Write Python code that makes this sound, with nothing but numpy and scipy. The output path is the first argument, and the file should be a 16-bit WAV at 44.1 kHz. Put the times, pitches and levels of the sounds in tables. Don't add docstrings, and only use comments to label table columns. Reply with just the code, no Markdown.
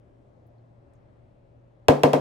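import sys
import numpy as np
from scipy import signal
from scipy.fft import rfft, irfft
from scipy.io import wavfile
from scipy.ndimage import uniform_filter1d

SR = 44100
rng = np.random.default_rng(int(sys.argv[2]) if len(sys.argv) > 2 else 0)


def generate_wav(sig):
    pcm = np.round(np.clip(np.atleast_2d(sig).T, -1, 1) * 32767).astype(np.int16)
    wavfile.write(sys.argv[1], SR, pcm)


N = 97416


def undb(db):
    return 10 ** (np.asarray(db) / 20)


def unit(x):
    return x / np.sqrt(np.mean(x ** 2))


def read(table, hz):
    rows = np.array(table).T
    log_hz = np.log(np.maximum(hz, 1))
    return [np.interp(log_hz, np.log(rows[0]), column) for column in rows[1:]]


def sides(pan_db):
    return undb(np.array([[pan_db], [-pan_db]]) / 2)


def pair(hz, width, like, size):
    f = np.fft.rfftfreq(size, 1 / SR)
    shape = np.exp(-.5 * (np.log(np.maximum(f, 1) / hz) / width) ** 2)
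    mid, side = (unit(irfft(rfft(rng.standard_normal(size)) * shape, size)) for _ in range(2))
    like = np.clip(like, -1, 1)
    opposed = side * np.array([[1], [-1]])
    return (np.sqrt(1 + like) * mid + np.sqrt(1 - like) * opposed) / np.sqrt(2)


def walk(rate):
    k = int(SR / rate)
    steps = np.repeat(rng.standard_normal(N // k + 1), k)
    smooth = uniform_filter1d(uniform_filter1d(steps, k), k)
    return unit(smooth[:N])


def ring(t, t60, swell):
    return (1 - np.exp(-(t / swell) ** 2)) * np.exp(-np.log(1000) * t / t60)


# f/Hz, relative density level/dB per Hz
AIR_SPECTRUM = [(15, -46), (25, -12), (124, -6), (167, -14), (349, -14), (470, -18.5), (600, -16),
                (1060, -29), (7510, -59), (8830, -57), (11300, -70), (16500, -105)]
# f/Hz, correlation (-1 to 1)
AIR_COHERENCE = [(60, 1), (130, 0.73), (290, 0.49), (640, 0.035), (1400, -0.4), (3100, 0.37), (15000, 0.25)]
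AIR_DB, AIR_PAN_DB = -57.5, 3.5
AIR_SWELL_DB, AIR_FLICKER_DB = .5, 1
DUCT_HZ, DUCT_WIDTH_HZ, DUCT_DB = 568, 69, -67


def air():
    bands, swell = 0, walk(6.15)
    for hz in 25 * 2 ** np.arange(0, 9.4, 1 / 3):
        db = read(AIR_SPECTRUM, hz)[0] + 10 * np.log10(hz)
        db = db + AIR_SWELL_DB * swell + AIR_FLICKER_DB * walk(6.52)
        bands = bands + undb(db) * pair(hz, .12, read(AIR_COHERENCE, hz)[0], N)
    duct = pair(DUCT_HZ, DUCT_WIDTH_HZ / DUCT_HZ / 2, 0., N)
    return (undb(AIR_DB) * unit(bands) + undb(DUCT_DB) * duct) * sides(AIR_PAN_DB)


HUM_HZ, HUM_DB = 118.1, -59.5
HUM_DRIFT, HUM_WAVER_DB = 0.011, 1.8


def hum():
    hz = HUM_HZ * (1 + HUM_DRIFT * walk(16.3))
    phase = 2 * np.pi * np.cumsum(hz) / SR
    return np.sqrt(2) * undb(HUM_DB + HUM_WAVER_DB * walk(9.4)) * np.sin(phase)


# t/s, noise level/dB before the envelope, f/Hz, width in log frequency, t60/s,
# left minus right level/dB
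TICK_BURSTS = [(.467, -76, 12500, 0.25, .06, 0), (.583, -78, 4230, .03, .03, 10),
               (0.935, -73, 7500, 0.31, 0.034, -2), (.952, -80, 6330, .15, .08, 1)]


def ticks():
    size = SR // 20
    t, out = np.arange(size) / SR, np.zeros((2, N))
    for s, db, hz, width, t60, pan_db in TICK_BURSTS:
        start = int(s * SR)
        burst = ring(t, t60, .0005) * pair(hz, width, 0.44, size)
        out[:, start:start + size] += undb(db) * burst * sides(pan_db)
    return out


# f/Hz, relative level/dB, left minus right level/dB
FLOOR_WAVE = [(202, -17, 0), (454, 4, 3), (990, 5.5, -12), (1200, 24, -26), (1470, 19, -4), (1800, 7, -13),
              (2750, 16, 6), (4130, 6, 2), (4600, -6.5, 17), (5460, 11.5, 0), (6960, -1, -6),
              (10200, -1.5, 2.5), (12200, -6, 8), (16000, -12, -14)]
# delay t/s, level/dB re first wave, left minus right level/dB
WALL_ECHOES = [(.0004, -11, -3), (.00115, -6, 3), (.0019, -14, -2), (.003, -16, -3)]
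WAVE_DB, WAVE_SPLIT_HZ = 15.5, 650
TRAVEL_S, TRAVEL_POWER = .0015, 1.3
PORT_LAG_S = .00028


def wave(size, crack_db, body_db):
    f = np.fft.rfftfreq(size, 1 / SR)
    delay = TRAVEL_S * (np.maximum(f, 100) / 1000) ** -TRAVEL_POWER
    db, pan_db = read(FLOOR_WAVE, f)
    low = 1 / (1 + (f / WAVE_SPLIT_HZ) ** 4)
    gain = undb(db + low * body_db + (2 - low) * crack_db + WAVE_DB)
    gain = gain * (f / 200) ** 2 / (1 + (f / 200) ** 2)
    phase = 2 * np.pi * (np.cumsum(delay) * f[1] + np.array([[PORT_LAG_S], [0]]) * f)
    walls = 1
    for s, wall_db, wall_pan_db in WALL_ECHOES:
        walls = walls + undb(wall_db) * sides(wall_pan_db) * np.exp(-2j * np.pi * f * s)
    ports = undb(np.array([pan_db, -pan_db]) / 2)
    return -irfft(gain * ports * walls * np.exp(-1j * phase), size)


MODE_LATE_S, MODE_LATE_POWER = .00064, .4


def mode(t, hz, t60, swell):
    since = np.maximum(t - MODE_LATE_S * (hz / 1000) ** -MODE_LATE_POWER, 0)
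    return ring(since, t60, swell) * np.sin(2 * np.pi * hz * since)


# f/Hz, left relative level/dB, right relative level/dB, t60/s, swell t/s,
# left polarity, right polarity
TUB_MODES = [(145.4, -13.8, -13.5, 0.448, 0.0023, -1, -1), (195.4, -12.1, -9.2, 0.087, 0.0134, 1, 1),
             (263.8, -1.3, -1.7, 0.136, 0.0198, -1, -1), (270.7, -7.3, -23.6, 0.204, 0.02, -1, -1),
             (295.3, -26.1, -32.5, 0.665, 0.02, 1, 1), (323.8, -10.4, -40.9, 0.258, 0.0183, -1, -1),
             (391.5, -20.6, -42.4, 0.325, 0.0055, -1, -1), (415.3, 0.5, -36.0, 0.156, 0.0012, 1, 1),
             (415.3, -5.4, -13.8, 0.312, 0.001, -1, -1), (445.2, -19.2, -20.8, 0.361, 0.001, -1, -1),
             (475.1, 0.7, -5.3, 0.103, 0.001, -1, -1), (503.8, -10.0, -27.3, 0.352, 0.02, -1, 1),
             (518.9, -13.7, -18.9, 0.267, 0.02, 1, 1), (534.8, -4.9, -14.8, 0.201, 0.0142, 1, 1),
             (561.8, -7.7, -29.7, 0.174, 0.017, 1, -1), (588.4, -7.9, -34.5, 0.228, 0.02, 1, -1),
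             (597.4, 2.3, -5.2, 0.078, 0.0013, -1, -1), (618.5, -9.4, -27.6, 0.279, 0.0148, -1, -1),
             (652.3, -18.6, -6.8, 0.174, 0.0197, 1, -1), (692.7, -13.0, -21.2, 0.23, 0.0012, 1, 1),
             (711.8, -22.3, -17.6, 0.421, 0.001, -1, 1), (735.5, -29.8, -10.5, 0.145, 0.0026, 1, -1),
             (774.1, -34.5, -57.4, 0.7, 0.02, -1, 1), (786.5, -6.2, -2.7, 0.071, 0.0015, -1, -1),
             (825.6, -26.6, -29.8, 0.45, 0.0112, -1, 1), (849.5, -14.0, -12.2, 0.117, 0.001, -1, 1),
             (917.1, -23.3, -22.3, 0.283, 0.0034, -1, 1), (953.6, -15.2, -24.7, 0.148, 0.001, 1, -1),
             (1011.6, -36.8, -17.1, 0.202, 0.001, 1, -1), (1031.7, -14.1, -21.2, 0.112, 0.004, -1, 1),
             (1165, -26, -26, 0.19, 0.001, 1, 1), (1515, -23, -23, 0.12, 0.001, 1, 1),
             (1850, -27, -27, 0.08, 0.001, 1, 1), (2850, -32, -32, 0.1, 0.001, 1, 1),
             (3200, -30, -30, 0.1, 0.001, 1, 1)]
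MODES_DB, MODE_SCATTER_DB = 4, 1


def tub_modes(heard, body_db):
    out = 0
    scatter = MODE_SCATTER_DB * rng.standard_normal(len(TUB_MODES))
    for (hz, left_db, right_db, t60, swell, left, right), own_db in zip(TUB_MODES, scatter):
        ports = undb([[left_db], [right_db]]) * [[left], [right]]
        out = out + undb(own_db + body_db + MODES_DB) * ports * mode(heard, hz, t60, swell)
    return out


# f/Hz, level/dB re the bounce's thud, t60/s, swell t/s, polarity
TABLE_THUD = [(67, -2.5, 0.065, 0.0026, -1), (109, -1, 0.076, 0.0025, 1)]


def table_thud(heard, thud_db):
    return sum(sign * undb(thud_db + db) * mode(heard, hz, t60, swell)
               for hz, db, t60, swell, sign in TABLE_THUD)


# f/Hz, level/dB re body, t60/s, swell t/s, correlation of the ports,
# left minus right level/dB
DENSE_TAIL = [(105, -52, 0.49, 0.0029, 1, 7), (209, -20, 0.34, 0.0073, 1, 1),
              (423, -15, 0.2, 0.01, 0.47, -5), (800, -18, 0.41, 0.024, 0, -1.5),
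              (1200, -22, 0.2, 0.002, 0.4, 1), (2420, -25.5, 0.15, 0.00067, 0.3, 3),
              (4780, -35, 0.23, 0.00092, 0.33, 2.5), (11000, -40.5, 0.17, 0.0005, 0, -1),
              (14200, -38.5, 0.062, 0.0006, 0, 1)]
TAIL_BANDS_HZ = 100 * 2 ** np.arange(0, 7.4, 1 / 3)
TAIL_NEW_HZ = 5000
ROOM_DB, ROOM_T60_S = -13.5, 0.5


def dense_tail(t, body_db, same):
    out = 0
    for hz, old in zip(TAIL_BANDS_HZ, same):
        db, t60, swell, like, pan_db = read(DENSE_TAIL, hz)
        new = hz / (hz + TAIL_NEW_HZ)
        noise = np.sqrt(1 - new) * old + np.sqrt(new) * pair(hz, 0.14, like, size=len(t))
        decay = ring(t, t60, swell) + undb(ROOM_DB) * ring(t, ROOM_T60_S, swell)
        out = out + undb(db + body_db) * decay * noise * sides(pan_db)
    return out


# t/s, crack relative level/dB, body relative level/dB, table thud relative level/dB
BALL_BOUNCES = [(1.8836, -7.5, -8, -12.5), (2.0343, -9.5, -10, -23), (2.1329, -13, -14, -35),
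                (2.2, -17, -15, -37)]


def bounces():
    size = 2 ** 14
    t, out = np.arange(size) / SR, np.zeros((2, N + size))
    heard = np.maximum(t - np.array([[PORT_LAG_S], [0]]), 0)
    same = [pair(hz, 0.096, read(DENSE_TAIL, hz)[3], size) for hz in TAIL_BANDS_HZ]
    for s, crack_db, body_db, thud_db in BALL_BOUNCES:
        hit = wave(size, crack_db, body_db)
        hit = hit + tub_modes(heard, body_db)
        hit = hit + table_thud(heard, thud_db)
        hit = hit + dense_tail(t, body_db, same)
        start = int(s * SR)
        out[:, start:start + size] += hit
    return out[:, :N]


def scene():
    return air() + hum() + ticks() + bounces()


CEILING = .95
TOP_HZ = 16800


def record(dry):
    rounded = dry / (1 + (dry / CEILING) ** 4) ** (1 / 4)
    low_pass = signal.ellip(12, .2, 100, TOP_HZ, fs=SR, output="sos")
    return signal.sosfilt(low_pass, rounded)


dry = scene()
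out = record(dry)
generate_wav(out)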